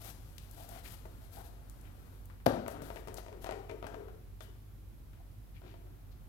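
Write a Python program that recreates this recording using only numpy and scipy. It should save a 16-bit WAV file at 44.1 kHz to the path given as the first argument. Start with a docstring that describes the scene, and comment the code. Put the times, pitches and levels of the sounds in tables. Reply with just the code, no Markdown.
"""Dog with a ball and a bucket

A dog shifts on a woven mat in a living room, gets up and drops a hard hollow ball by a plastic bucket.
It noses both toys about: they tap each other and scrape over the weave, which rustles and snaps.
An appliance hums low in the room; the right microphone port is covered and sounds muffled."""
import sys
import numpy as np
from scipy import signal
from scipy.fft import rfft, irfft, next_fast_len
from scipy.io import wavfile

SR = 44100
rng = np.random.default_rng(int(sys.argv[2]) if len(sys.argv) > 2 else 0)


def digitize_waveform(pressure):
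    """Quantize a signal to 16-bit integers and store it at the path in sys.argv[1].

    Rows of a 2-D input are taken as channels; values are limited to [-1, 1].
    """
    field = np.atleast_2d(pressure).T
    bounded = np.clip(field, -1, 1)
    quanta = np.round(bounded * 32767).astype(np.int16)
    wavfile.write(sys.argv[1], SR, quanta)


N = 277159

# dull rub on the mat: freq_hz, gain_db
RUB_SPECTRUM = [(100, -8), (250, 2.5), (480, -0.5), (720, -1), (1050, -6), (1400, -3.5), (2200, -17.5),
                (4000, -20), (9000, -64)]
# hard contact click: freq_hz, gain_db
CLICK_SPECTRUM = [(100, -27), (400, -36), (1200, 17), (2500, 5), (4500, 1.5), (7500, -1), (10000, -5.5),
                  (12700, -5), (14200, -14.5), (16000, -19)]
# air in the bucket: pitch_hz, level_db, t60_s
CAVITY_MODES = [(356, -16, 0.032), (376, -1, 0.15), (418.3, 10, 0.095), (446, -1.5, 0.15)]
# ball landing, rim then body: start_s, thud_db, crack_db
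LANDINGS = [(2.461, -26, -42.5), (2.4649, -6.5, -37)]
MUZZLE_IN_S, MUZZLE_PITCH_RATIO = 5.5, 0.852  # muzzle narrows the bucket's mouth, lowering its air note


def amp(db):
    """Decibels to gain."""
    return 10 ** (np.asarray(db) / 20)


def unit(x):
    """Scale to rms 1."""
    return x / np.sqrt(np.mean(x ** 2) + 1e-20)


def read(points, hz):
    """Interpolate a table over log frequency."""
    freq_hz, value = np.transpose(points)
    return np.interp(np.log(hz + 1), np.log(freq_hz + 1), value)


def add(mix, start_s, sound):
    """Mix a sound in, in place."""
    part = mix[max(round(start_s * SR), 0):][:len(sound)]
    part += sound[:len(part)]


def colour(x, spectrum):
    """Filter by a spectrum table; rms 1."""
    n = next_fast_len(len(x), True)
    gain = amp(read(spectrum, np.fft.rfftfreq(n, 1 / SR)))
    return unit(irfft(rfft(x, n) * gain, n)[:len(x)])


def drift(rate_hz):
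    """Slow low-passed noise; rms 1."""
    n = next_fast_len(N, True)
    lowpass = np.exp(-(np.fft.rfftfreq(n, 1 / SR) / rate_hz) ** 2)
    return unit(irfft(rfft(rng.standard_normal(n)) * lowpass, n)[:N])


def envelopes(moves, rise_s, t60_s):
    """Gains of two layers; each move swells, holds and fades."""
    gains = np.zeros((2, N))
    for start_s, length_s, *levels_db in moves:
        t = np.arange(round((length_s + t60_s) * SR)) / SR
        shape = np.minimum(t / rise_s, 1) * amp(-60 * np.maximum(t - length_s, 0) / t60_s)
        for gain, level_db in zip(gains, levels_db):
            add(gain, start_s, amp(level_db) * shape)
    return gains


def slips(rate_per_s, spread_db):
    """Strands catch and let go: random clicks of uneven size."""
    size = amp(spread_db * np.minimum(rng.exponential(1, N), 4))
    return unit(size * rng.choice([-1, 1], N) * (rng.random(N) < rate_per_s / SR))


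def resonate(x, centre_hz, stage_width_hz):
    """Two equal band-passes in series; rms 1."""
    b, a = signal.iirpeak(centre_hz, centre_hz / stage_width_hz, SR)
    return unit(signal.lfilter(b, a, signal.lfilter(b, a, x)))


def burst(spectrum, t60_s, grit):
    """Click plus noise trail, roughly flattened, then shaped at minimum phase."""
    t = np.arange(SR // 8) / SR
    trail = rng.standard_normal(len(t)) * amp(-60 * t / t60_s)
    contact = np.fft.fft(signal.unit_impulse(len(t)) + grit * trail / np.linalg.norm(trail))
    gain = amp(read(spectrum, abs(np.fft.fftfreq(len(t), 1 / SR))))
    log_gain = np.log(gain / (abs(contact) + 0.3))
    response = np.exp(signal.hilbert(log_gain).conj())
    return unit(np.fft.ifft(contact * response).real[:len(t) // 2])


def ring(modes, scatter_db=0):
    """Decaying modes; the contact point scatters their levels."""
    t = np.arange(SR // 4) / SR
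    return sum(amp(db + scatter_db * rng.uniform(-1, 1) - 60 * t / t60_s) * np.sin(2 * np.pi * hz * t)
               for hz, db, t60_s in modes)


def detuned(modes, ratio):
    """Modes shifted in pitch."""
    return [(hz * ratio, db, t60_s) for hz, db, t60_s in modes]


def radiate(x, cutoff_hz):
    """A small body radiates little bass."""
    return signal.sosfilt(signal.butter(2, cutoff_hz, "highpass", fs=SR, output="sos"), x)


def background():
    """Room rumble and a wavering appliance hum reach both ports; each adds its own hiss."""
    # still air: freq_hz, gain_db
    rumble_spectrum = [(20, -12), (40, -1), (75, -5.5), (120, -9), (155, -16.5), (240, -21), (320, -24),
                       (430, -31), (950, -37), (1500, -43), (2500, -47), (5000, -96)]
    # left-right likeness of the rumble: freq_hz, correlation
    rumble_coherence = [(30, 0.25), (100, 0.67), (300, 0.38), (700, 0.026), (1500, 0.39), (3000, 0)]
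    # appliance: pitch_hz, level_db, waver_hz
    hum_partials = [(48.5, -54, 1.34), (99.1, -59, 4.8)]
    # microphone noise: freq_hz, gain_db
    hiss_spectrum = [(300, 8), (1500, 0), (3000, 1), (6500, -3.5), (9000, -3.5), (12700, 3.5), (15500, -2)]
    hz = np.fft.rfftfreq(N, 1 / SR)
    gain = amp(read(rumble_spectrum, hz)) * (hz / np.hypot(hz, 30)) ** 2
    left, independent = rfft(rng.standard_normal((2, N))) * gain
    coherence = read(rumble_coherence, hz)
    right = coherence * left + np.sqrt(1 - coherence ** 2) * independent
    rumble = irfft(np.array([left, right]), N) / np.std(irfft(left * (hz > 150), N))
    t = np.arange(N) / SR
    hum = np.zeros(N)
    for pitch_hz, level_db, waver_hz in hum_partials:
        peak = np.sqrt(2) * amp(level_db + 0.5 * drift(rate_hz=3.3))
        cycles = pitch_hz * t + np.cumsum(waver_hz * drift(rate_hz=8.04)) / SR
        hum += peak * np.sin(2 * np.pi * cycles)
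    hiss = np.array([colour(noise, hiss_spectrum) for noise in rng.standard_normal((2, N))])
    balance = amp([[-0.5], [0.5]])
    return (amp(-64) * rumble + hum) * balance + amp(-68) * hiss


def weave():
    """Many strands hiss in clumps, with a few larger crackles."""
    # strand hiss: freq_hz, gain_db
    spectrum = [(800, 4.5), (2000, 0.5), (3800, 2), (7000, -1.5), (10000, 1), (12500, 7), (14500, -0.5),
                (15900, -5)]
    fine = slips(rate_per_s=6000, spread_db=-1.5) * amp(0.71 * drift(rate_hz=45.6))
    coarse = slips(rate_per_s=160, spread_db=2.5)
    return colour(fine + 0.4 * coarse, spectrum)


def paws():
    """Fur and pads brush the mat; more weight gives a duller rub."""
    # strokes over the mat: start_s, length_s, hiss_db, weight_db
    strokes = [(0, 0.021, -48, -51), (.03, 0.072, -45.5, -55.5), (.51, 0.041, -58, -74),
               (.56, 0.089, -53, -53.5), (.675, 0.12, -54, -52), (.83, 0.058, -50, -69),
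               (.89, 0.052, -50, -69), (1.2, .06, -61.5, -65), (1.31, 0.048, -54.5, -59.5),
               (1.355, 0.059, -55.5, -49.5), (1.43, 0.048, -57, -65), (2.69, 0.034, -52.5, -62),
               (2.825, 0.077, -55, -60.5), (2.91, 0.094, -59, -69), (3.155, 0.037, -51.5, -51),
               (3.405, 0.039, -53, -54), (4.41, .025, -52, -66), (5.14, 0.074, -80, -66)]
    # restless stirring between strokes: time_s, hiss_db, body_db
    stirring = [(0, -64, -66.5), (.5, -62.5, -64.5), (1.15, -65.5, -64.5), (1.6, -69.5, -63),
                (2.15, -66, -62.5), (2.45, -83, -75.5), (4.7, -84, -75), (6.28, -90, -69.5)]
    stroke_hiss, weight = envelopes(strokes, rise_s=0.018, t60_s=0.066)
    time_s, hiss_db, body_db = np.transpose(stirring)
    t = np.arange(N) / SR
    hiss_gain = np.hypot(stroke_hiss, amp(np.interp(t, time_s, hiss_db)))
    body_gain = np.hypot(amp(-5.5) * weight, amp(np.interp(t, time_s, body_db)))
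    body = colour(slips(rate_per_s=3000, spread_db=-1), RUB_SPECTRUM) * amp(0.5 * drift(rate_hz=35))
    rub = resonate(slips(rate_per_s=2000, spread_db=4.5), centre_hz=704, stage_width_hz=200)
    return hiss_gain * weave() + body_gain * body + amp(-2) * weight * rub


def snaps():
    """Single stiff strands flick back with a dry tick."""
    # strand flicks: start_s, level_db, centre_hz
    flicks = [(0.382, -55, 3220), (0.512, -59, 11000), (0.691, -57, 10500), (1.698, -61.5, 8350),
              (1.812, -68, 9100), (2.2564, -62, 14200), (2.68, -53, 9650), (3.1426, -54, 8800),
              (3.867, -63.5, 6060)]
    out = np.zeros(N)
    for start_s, level_db, hz in flicks:
        spectrum = [(hz / 6, -32), (hz / 2, -9), (hz, 0), (hz * 3, -9)]
        add(out, start_s, amp(level_db) * burst(spectrum, t60_s=0.019, grit=4.3))
    return out


def rubs_and_rings():
    """Fur and nose rubs, and the brief high ring of tapped plastic: grains through one resonance."""
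    # rubs and plastic rings: start_s, length_s, level_db, centre_hz, width_hz
    events = [(0.718, 0.092, -56, 2000, 1900), (0.84, 0.04, -50.5, 2050, 1600),
              (1.827, 0.069, -62, 1940, 1100), (2.961, 0.017, -47, 2120, 750),
              (3.166, 0.017, -48, 4600, 2530), (3.689, 0.027, -50, 2180, 900),
              (4.402, 0.022, -56, 3520, 400), (4.423, .1, -70, 2940, 170), (5.541, 0.052, -61, 2460, 1200),
              (5.613, 0.15, -62.5, 2240, 1770), (6.111, 0.024, -65, 3900, 2010)]
    out = np.zeros(N)
    for start_s, length_s, level_db, centre_hz, width_hz in events:
        swell = np.sqrt(abs(np.hanning(round(length_s * SR))))
        grains = rng.standard_normal(len(swell)) * rng.exponential(1, len(swell))
        band = resonate(grains, centre_hz, stage_width_hz=1.47 * width_hz)
        add(out, start_s, amp(level_db) * swell * band)
    return out


def rattle():
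    """The light bucket wall chatters: one clack, then three weaker contacts."""
    # wall clack: freq_hz, gain_db
    spectrum = [(500, -33), (1000, 11), (1400, 4), (1800, 8.5), (2400, 4.5), (3200, -2), (5000, -12.5),
                (9000, -25)]
    clack = burst(spectrum, t60_s=0.028, grit=1.7)
    out = clack.copy()
    for delay_s in rng.uniform(0.003, 0.022, 3):
        add(out, delay_s, amp(-11) * rng.choice([-1, 1]) * clack)
    return out


def bucket():
    """Each nudge clicks, rings the wall at a note set by the contact point and booms the air inside."""
    # knocks: start_s, level_db, click_relative_db, pitch_hz
    nudges = [(1.054, -63, -29, 648), (2.663, -52, -24, 687), (2.682, -50.5, -4, 663),
              (2.819, -59, -12, 626), (2.903, -52.5, -23, 671), (2.960, -56.5, -2, 644),
              (3.074, -56, -22, 658), (3.084, -56.5, -1, 665), (3.183, -54, -9, 696),
              (3.263, -60, -11, 670), (3.283, -61, -6, 634), (3.328, -60.5, -8, 555),
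              (3.444, -52.5, -1, 670), (3.462, -53.5, -8, 757), (3.468, -55, 0, 702),
              (3.4915, -48, -19, 660), (3.5104, -52, -1, 795), (3.523, -53.5, -6, 730),
              (3.696, -55.5, -7, 670), (3.713, -57.5, -5, 645), (3.827, -52.5, -26, 682),
              (3.843, -54.5, -19, 635), (3.868, -57.5, 3, 850), (3.944, -55, -12, 671),
              (4.084, -65, -13, 730), (4.407, -64, 6.5, 642), (5.618, -68, -16, 697),
              (5.741, -65, -22, 675), (5.869, -75, -16, 707)]
    # plastic wall: pitch_hz, level_db, t60_s
    wall_modes = [(580, 1, 0.072), (679, 13, 0.051), (780, -10, 0.12), (947, 6.5, 0.044), (1287, 14, 0.013),
                  (1405, -20, 0.035)]
    # high wall mode: pitch_hz, level_db, t60_s
    ping_mode = [(5730, 0, 0.11)]
    wall_note_hz = wall_modes[1][0]
    out = np.zeros(N)
    for start_s, level_db, click_relative_db, pitch_hz in nudges:
        wall = unit(ring(detuned(wall_modes, pitch_hz / wall_note_hz), scatter_db=0.6))
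        cavity = detuned(CAVITY_MODES, MUZZLE_PITCH_RATIO if start_s > MUZZLE_IN_S else 1)
        boom = amp(-10.5) * unit(ring(cavity, scatter_db=6.9))
        chatter = amp(-4.5) * rattle()
        click = amp(click_relative_db) * burst(CLICK_SPECTRUM, t60_s=0.03, grit=1.5)
        ping = amp(click_relative_db - 28) * unit(ring(ping_mode))
        for part in (wall, boom, chatter, click, ping):
            add(out, start_s, amp(level_db) * part)
    return radiate(out, cutoff_hz=290)


def bumps():
    """Dull bumps with a small click: paws landing and soft knocks on the bucket."""
    # soft contacts: start_s, bump_db, click_db, centre_hz
    contacts = [(1.056, -56.5, -92, 407), (2.3, -62, -77, 1030), (2.402, -68, -88, 1060),
                (2.82, -49, -82, 121), (3.074, -52.5, -77, 128), (4.409, -64, -66, 1350),
                (5.133, -71.5, -80, 1370)]
    out = np.zeros(N)
    for start_s, bump_db, click_db, hz in contacts:
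        spectrum = [(hz / 4, -18), (hz, 0), (hz * 2, -7), (hz * 6, -30)]
        add(out, start_s, amp(bump_db) * burst(spectrum, t60_s=0.14, grit=2.6))
        add(out, start_s, amp(click_db) * burst(CLICK_SPECTRUM, t60_s=0.054, grit=3.6))
    return out


def ball():
    """The hollow ball lands and rings with a short knock."""
    # hollow ball: pitch_hz, level_db, t60_s
    modes = [(538, -27.5, 0.14), (578, -17, 0.1), (663, -1, 0.024), (760, -20, 0.064), (870, -29, 0.1),
             (1174, -20.5, 0.043), (1270, -28, 0.012), (1434, -37, .035)]
    out = np.zeros(N)
    for start_s, thud_db, _ in LANDINGS:
        add(out, start_s, amp(thud_db) * radiate(ring(modes), cutoff_hz=97))
    return out


def shell():
    """The ball's hard shell cracks against the mat."""
    # shell impact: freq_hz, gain_db
    spectrum = [(100, -45), (400, -4), (1200, 11.5), (2500, -2.5), (4500, -1.5), (7500, -13), (10000, -9.5),
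                (12500, -4), (14000, -13), (16000, -23)]
    out = np.zeros(N)
    for start_s, _, crack_db in LANDINGS:
        add(out, start_s, amp(crack_db) * burst(spectrum, t60_s=0.031, grit=3.3))
    return out


def boards(sag_s=0.00578):
    """The floorboards answer the ball once the mat is pressed flat."""
    # floorboards: pitch_hz, level_db, t60_s
    modes = [(114, -28, 0.15), (133, -26.5, 0.067), (204, -13.5, 0.016), (244, -19.5, 0.18),
             (270, -26, 0.055), (341.6, -27.5, 0.26), (410, -38, 0.045)]
    out = np.zeros(N)
    for start_s, thud_db, _ in LANDINGS:
        add(out, start_s + sag_s, amp(thud_db) * radiate(ring(modes), cutoff_hz=96))
    return out


def pushes():
    """The mat's ribs scrape the sliding plastic and drum on the bucket."""
    # toy slides: start_s, length_s, drum_db, scrape_db
    shoves = [(2.71, .16, -54, -51.5), (2.91, .11, -55.5, -58.5), (3.07, 0.091, -51, -59),
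              (3.315, 0.042, -46, -58), (3.475, .105, -47.5, -59), (3.69, 0.059, -47, -67),
              (3.83, 0.12, -56, -55), (3.94, 0.1, -51.5, -63), (4.04, 0.12, -61.5, -65.5),
              (4.41, .1, -64.5, -72), (5.62, 0.06, -57.5, -61), (5.74, 0.17, -65.5, -76)]
    drum_gain, scrape_gain = envelopes(shoves, rise_s=0.016, t60_s=0.19)
    ribs = slips(rate_per_s=900, spread_db=1)
    cavities = [ring(detuned(CAVITY_MODES, ratio)) for ratio in (1, MUZZLE_PITCH_RATIO)]
    booms = [signal.oaconvolve(ribs, cavity)[:N] for cavity in cavities]
    mouth_open, mouth_narrowed = (unit(radiate(boom, cutoff_hz=310)) for boom in booms)
    drum = np.where(np.arange(N) / SR > MUZZLE_IN_S, mouth_narrowed, mouth_open)
    scrape = colour(slips(rate_per_s=530, spread_db=3), RUB_SPECTRUM)
    return drum_gain * drum + scrape_gain * scrape


def room(x, wet_db, width=0.1):
    """Direct sound plus sparse reflections; width sets how much the two ports differ."""
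    # reverberation: freq_hz, t60_s
    decay = [(120, 0.65), (400, 0.65), (1000, 0.67), (2800, 0.6), (7000, 0.61), (14000, 0.29)]
    t = np.arange(SR) / SR
    taps_per_s, predelay_s = 3000, 0.0061
    taps = rng.choice([-1., 1.], (2, SR)) * (rng.random((2, SR)) < taps_per_s / SR) * (t > predelay_s)
    hz, time_s, frames = signal.stft(taps, SR, nperseg=256)
    fade = amp(-60 * time_s / read(decay, hz)[:, None])
    _, tail = signal.istft(frames * fade, SR, nperseg=256)
    tail /= np.linalg.norm(tail[0])
    tail[1] = (tail[1] * width + tail[0]) / np.hypot(1, width)
    return x + amp(wet_db) * signal.fftconvolve(x[None], tail, axes=1)[:, :N]


def ports(x, muffle_hz=280, right_db=-2.06, lag_samples=5):
    """The covered right port loses treble and lags slightly."""
    pole = np.exp(-2 * np.pi * muffle_hz / SR)
    late = np.pad(x[1], (lag_samples, 0))[:N]
    return np.array([x[0], amp(right_db) * signal.lfilter([1 - pole], [1, -pole], late)])


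def scene():
    """All sources in the room, at the two ports."""
    drop = room(ball(), wet_db=-4, width=0.41)
    drop += room(shell(), wet_db=-6.5, width=0.6)
    drop += room(boards(), wet_db=-4, width=0.17)
    toys = room(bucket(), wet_db=-5, width=0.68) + room(pushes(), wet_db=-5, width=0.97)
    mat = room(paws() + bumps() + rubs_and_rings(), wet_db=-6, width=0.61) + room(snaps(), wet_db=-6.5)
    return ports(drop + toys + mat) + background()


def record(dry):
    """Steep band limit."""
    cutoff_hz = 15900
    lowpass = signal.firwin(511, cutoff_hz, window=("kaiser", 9), fs=SR)
    return signal.oaconvolve(dry, lowpass[None], "same")


dry = scene()
out = record(dry)
digitize_waveform(out)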